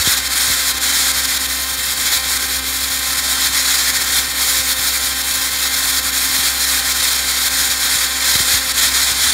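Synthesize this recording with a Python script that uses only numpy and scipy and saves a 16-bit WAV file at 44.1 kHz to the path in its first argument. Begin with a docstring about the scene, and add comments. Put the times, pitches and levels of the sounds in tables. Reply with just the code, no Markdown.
"""Slurry blasting on wet concrete

A nozzle blasts air, water and grit onto a wet floor close to one microphone: coloured noise in three
layers (roar, hiss, fizz), surging with the feed and the sweep of the nozzle. Further off a compressor
whines (stacked rotor harmonics), its engine hums (two sines) and the shop gives a steady wash (noise).
Drops thump on the microphone (low-cut pushes)."""
import sys
import numpy as np
from scipy import signal
from scipy.io import wavfile
from scipy.ndimage import uniform_filter1d

SR = 44100
rng = np.random.default_rng(int(sys.argv[2]) if len(sys.argv) > 2 else 0)


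def makeup_ratio(level_db):
    """Linear amplitude ratio for a level in decibels (20 dB per factor of ten)."""
    decades = np.asarray(level_db, float) / 20
    return 10 ** decades


def log_audio(samples):
    """Write samples as a 16-bit WAV file to the path given in sys.argv[1]."""
    # one column per channel
    frames = np.atleast_2d(samples).T
    # limit to full scale, then quantise
    limited = np.clip(frames, -1, 1)
    pcm = np.round(limited * 32767).astype(np.int16)
    wavfile.write(sys.argv[1], SR, pcm)


N = 411453  # 9.33 s


def evened(x):
    """Scales to unit rms."""
    return x / np.sqrt(np.mean(x ** 2) + 1e-20)


def read_spectrum(points, hz):
    """Interpolates a (Hz, dB) spectrum on a log-frequency axis; silent outside it."""
    point_hz, point_db = np.transpose(points)
    return np.interp(np.log(hz + 1), np.log(point_hz + 1), point_db, left=-90, right=-90)


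def wander(t, low_hz, high_hz):
    """Slow random motion: 30 sines of random phase, unit rms together."""
    rates_hz = np.geomspace(low_hz, high_hz, num=30)
    return evened(sum(np.sin(2 * np.pi * (hz * t + rng.random())) for hz in rates_hz))


def noise(colour_db, patchy_db, size):
    """Random short-time spectra of the given colour with drifting patches, unit rms."""
    frames = 4 * N // size + 6
    real, imag, patches = rng.standard_normal((frames, size // 2 + 1, 3)).T
    patches = uniform_filter1d(patches, size=6, axis=0)  # across frequency
    patches = evened(uniform_filter1d(patches, size=8, axis=1))  # across time
    colour = colour_db(np.fft.rfftfreq(size, 1 / SR))[:, None]
    spectra = (real + 1j * imag) * makeup_ratio(colour + patchy_db * patches)
    return evened(signal.istft(spectra, nperseg=size, noverlap=3 * size // 4)[1][:N])


def sputter(per_s, depth_scale_db, recover_s):
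    """Feed level in dB: at a gap it drops fast and creeps back; small gaps come at random."""
    # deepest gaps in the slurry feed: (start [s], depth [dB], time to deepest point [ms])
    gaps = [(0.03,4,9), (0.14,5.5,10), (0.18,9,30), (0.275,6.5,15), (0.337,6,7.8), (0.539,3,45),
            (0.715,8,21), (0.785,11,9.4), (1.117,7.5,9.3), (1.257,9,8.9), (1.377,9,7), (1.467,8,7.5),
            (1.56,2,17), (1.645,2.5,15), (1.746,4,14), (1.936,6.5,10), (2.185,6,34), (2.375,8.5,8.3),
            (2.444,3.2,31), (2.594,7,14), (2.846,2,11), (2.996,4.5,14), (3.2,4,21), (3.357,2.5,20),
            (3.472,3.5,20), (3.597,2.5,18), (3.801,4.5,28), (3.905,6.5,15), (3.973,7.5,14), (4.02,4,30),
            (4.19,7,60), (4.32,4,15), (4.61,3.5,26), (4.729,7,15), (4.89,2.5,18), (4.979,6,15),
            (5.068,4.5,64), (5.218,6,10), (5.378,3.5,15), (5.458,4.5,49), (5.677,4.5,17), (5.752,4.5,5.4),
            (5.996,6,19), (6.106,5.5,8.7), (6.263,3,8.7), (6.505,4.5,20), (6.652,5,8.9), (6.795,4.5,30),
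            (6.924,6,12), (7.114,1.5,69), (7.194,4,40), (7.483,7.5,11), (7.615,2,9.2), (7.722,4,42),
            (7.957,2,9.3), (8.052,8,46), (8.171,4,15), (8.411,2.5,33), (8.58,7,45), (8.72,6,11),
            (8.89,6,14), (8.97,2.5,81), (9.129,4,16)]
    t = np.arange(N // 64 + 1) * 64 / SR
    struck = rng.random(len(t)) < per_s * 64 / SR
    small = struck * np.minimum(rng.exponential(1, len(t)), 2.4)
    small = signal.lfilter([1], [1, -np.exp(-64 / SR / recover_s)], small)
    small = uniform_filter1d(small, size=5)
    dips_db = depth_scale_db * (small - small.mean())
    for start_s, depth_db, deepest_ms in gaps:
        u = np.maximum(t - start_s, 0) * 1000 / deepest_ms
        dips_db += depth_db * u * np.exp(1 - u)
    return -np.interp(np.arange(N) / SR, t, dips_db)


def hiss_colour(hz):
    """Colour of the jet leaving the nozzle, bands of it cancelled by nearby surfaces."""
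    # nozzle hiss: (frequency [Hz], relative density [dB])
    nozzle = [(2900, -26), (3040, -9), (3110, -3), (3500, -1), (4100, 1.5), (5300, -0.5), (7000, 0),
              (9200, -2), (11000, -6.5), (13300, -6.5), (14900, -10), (15400, -12.5), (17500, -17)]
    # cancelled bands: (centre [Hz], Gaussian width [Hz], gain [dB])
    cancelled = [(4800, 310, -3.5), (6074, 460, -6.5), (8170, 770, -4.5), (10380, 350, -3.5),
                 (12100, 400, -4)]
    notches_db = sum(db * np.exp(-((hz - f) / width_hz) ** 2) for f, width_hz, db in cancelled)
    return read_spectrum(nozzle, hz) + notches_db


def jet():
    """Nearness and feed drive three noise layers: floor roar, nozzle hiss and its top fizz."""
    # landing spot swings nearer and further: (time [s], nearness [dB])
    sweep = [(0, 3), (.55, 1), (.95, 1.5), (1.25, 0), (1.65, -5), (2.2, 1), (2.74, -4.5), (3.29, -0.5),
             (3.84, 3.5), (4.39, 0.5), (4.94, -1), (5.49, 0), (6.04, -1), (6.59, 0), (7.13, 1.5),
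             (7.68, 0.2), (8.23, 3), (8.78, 3), (9.33, 3)]
    # nozzle mouth turns toward the microphone and away: (time [s], fizz gain [dB])
    aim = [(0, 1), (1.2, -0.5), (2.2, 0.5), (3.3, -0.5), (4.4, 2.2), (6.3, 1), (7.5, 0), (8.7, 0.5),
           (9.33, -1)]
    # impact on the floor: (frequency [Hz], relative density [dB])
    impact = [(200, -14.5), (450, -15.5), (900, -8.5), (1150, -6.5), (1400, 0.5), (1650, 0.5), (1950, 2),
              (2200, 0.5), (2450, -2), (2800, -8.5), (3000, -22), (3400, -35)]
    hiss_db, roar_db = -16.5, -25
    fizz_db = 0.45  # over the hiss
    roar_near, fizz_near = 1.01, 0.35  # dB per dB of nearness; hiss 1
    roar_feed = 0.86  # dB per dB of feed; hiss 1
    surge_db = 0.79  # rms

    t = np.arange(N) / SR
    near_db = np.interp(t, *np.transpose(sweep))
    aim_db = np.interp(t, *np.transpose(aim))
    feed_db = sputter(per_s=37, depth_scale_db=3.0, recover_s=0.0051)
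    feed_db += surge_db * np.interp(t, t[::256], wander(t[::256], 3.5, 18))

    roar = noise(lambda hz: read_spectrum(impact, hz), patchy_db=1.03, size=1024)
    roar *= makeup_ratio(roar_db + roar_near * near_db + roar_feed * feed_db)

    hiss = noise(hiss_colour, patchy_db=1.1, size=1024)
    fizz = signal.sosfiltfilt(signal.butter(2, 10400, "high", fs=SR, output="sos"), hiss)
    hiss = (hiss - fizz) * makeup_ratio(near_db)
    fizz = fizz * makeup_ratio(fizz_db + fizz_near * near_db + aim_db)
    return roar + (hiss + fizz) * makeup_ratio(hiss_db + feed_db)


def compressor():
    """Rotor lobes give one smeared pulse each: a locked stack of lines, the high ones fuzzier."""
    # rotor whine: (harmonic number, peak level [dB])
    whine = [(1, -40), (2, -43.5), (3, -41.5), (4, -38.5), (5, -42.5), (6, -35.5), (7, -34), (8, -36.5),
             (9, -38.5), (10, -41.5), (11, -45), (12, -36.5), (13, -38.5), (14, -36.5), (15, -35.5),
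             (16, -53), (17, -34)]
    rotor_hz, speed_waver = 262.4, 0.000414  # waver: rms fraction
    t = np.arange(N) / SR
    slow = t[::256]
    speed_hz = rotor_hz * (1 + speed_waver * np.interp(t, slow, wander(slow, .1, 2)))
    turns = np.cumsum(speed_hz) / SR
    turns += 0.011 * np.interp(t, slow, wander(slow, 1.5, 30))  # lobes arrive a little early or late
    out = np.zeros(N)
    for k, db in whine:
        level_db = db + np.interp(t, slow, 1.77 * wander(slow, 0.3045, 8))
        drift = (k / 15) ** 3 * 0.41 * np.interp(t, slow, wander(slow, 0.36, 25))
        smear = 0.028 * k ** 2  # rad
        out += makeup_ratio(level_db) * np.cos(2 * np.pi * k * turns + smear + drift)
    return out


def engine():
    """Firing rate and its double, nearly pure: two locked sines wavering in level and pitch."""
    firing_hz, pitch_waver = 64.6, 0.0033  # waver: rms fraction
    firing_db, firing_waver_db = -37.5, 1.1  # rms
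    double_db, double_waver_db = -53, 1.3  # rms
    t = np.arange(N) / SR
    slow = t[::512]
    firing_db = firing_db + firing_waver_db * np.interp(t, slow, wander(slow, .3, 12))
    double_db = double_db + double_waver_db * np.interp(t, slow, wander(slow, .15, 1.505))
    hz = firing_hz * (1 + pitch_waver * np.interp(t, slow, wander(slow, 0.118, 1.88)))
    phase = 2 * np.pi * np.cumsum(hz) / SR
    return np.sqrt(2) * (makeup_ratio(firing_db) * np.sin(phase) + makeup_ratio(double_db) * np.sin(2 * phase))


def shop():
    """Steady air and machine wash: noise of fixed colour."""
    # wash: (frequency [Hz], relative density [dB])
    wash = [(25, -10), (50, -7), (90, -8), (170, -8.5), (300, -2.5), (450, -7.5), (700, -8.5), (1200, -1),
            (2500, -19), (6000, -13)]
    return makeup_ratio(-36.5) * noise(lambda hz: read_spectrum(wash, hz), patchy_db=1.3, size=4096)


def thump(sharp_hz):
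    """A drop's push overshoots and holds; low cuts turn it into a falling swing of unit peak."""
    u = 2 * np.pi * sharp_hz * np.arange(4000) / SR
    push = (1 - .8 * u) * np.exp(-u) - 1
    low_cut = signal.butter(4, 54, "high", fs=SR, output="sos")
    swing = signal.sosfilt(np.tile(low_cut, (2, 1)), push)  # two in a chain
    return swing / abs(swing).max()


def thumps():
    """Large drops at set moments over a random patter of small ones."""
    # large drops: (time [s], peak level [dB], sharpness [Hz])
    large_drops = [(-.005, -18.5, 100), (.0743, -12, 520), (.479, -29, 90), (.501, -24, 300),
                   (4.596, -30, 120), (6.388, -29, 120), (7.954, -29, 150), (8.3553, -16.5, 350),
                   (8.4027, -18.5, 320), (8.539, -25, 16), (9.115, -29, 120), (9.270, -28, 120)]
    mist_per_s, mist_db, mist_spread_db = 10, -38.5, 2.2
    struck = rng.random(N) < mist_per_s / SR
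    mist = struck * makeup_ratio(mist_db + mist_spread_db * np.clip(rng.standard_normal(N), -2, 1.6))
    out = signal.oaconvolve(mist, thump(sharp_hz=120))[:N]
    for at_s, db, sharp_hz in large_drops:
        swing = makeup_ratio(db) * thump(sharp_hz)[round(max(-at_s, 0) * SR):]  # before 0 s: already under way
        part = out[round(max(at_s, 0) * SR):][:len(swing)]
        part += swing[:len(part)]  # adds into out
    return out


def scene():
    """All sources meet at one microphone, fed to two equal channels."""
    return np.tile(jet() + compressor() + engine() + shop() + thumps(), (2, 1))


def roll_off(x):
    """The treble ends steeply here."""
    return signal.sosfilt(signal.butter(12, 16960, fs=SR, output="sos"), x)


def record(dry):
    """Soft overload of the input stage (tanh), then a steep band limit."""
    full_scale, edge_hz = .9, 15750
    bent = full_scale * np.tanh(dry / full_scale)
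    band_limit = signal.firwin(2047, edge_hz, window=("kaiser", 10), fs=SR)
    mix = signal.oaconvolve(bent, band_limit[None], "same")
    return roll_off(mix)


dry = scene()
out = record(dry)
log_audio(out)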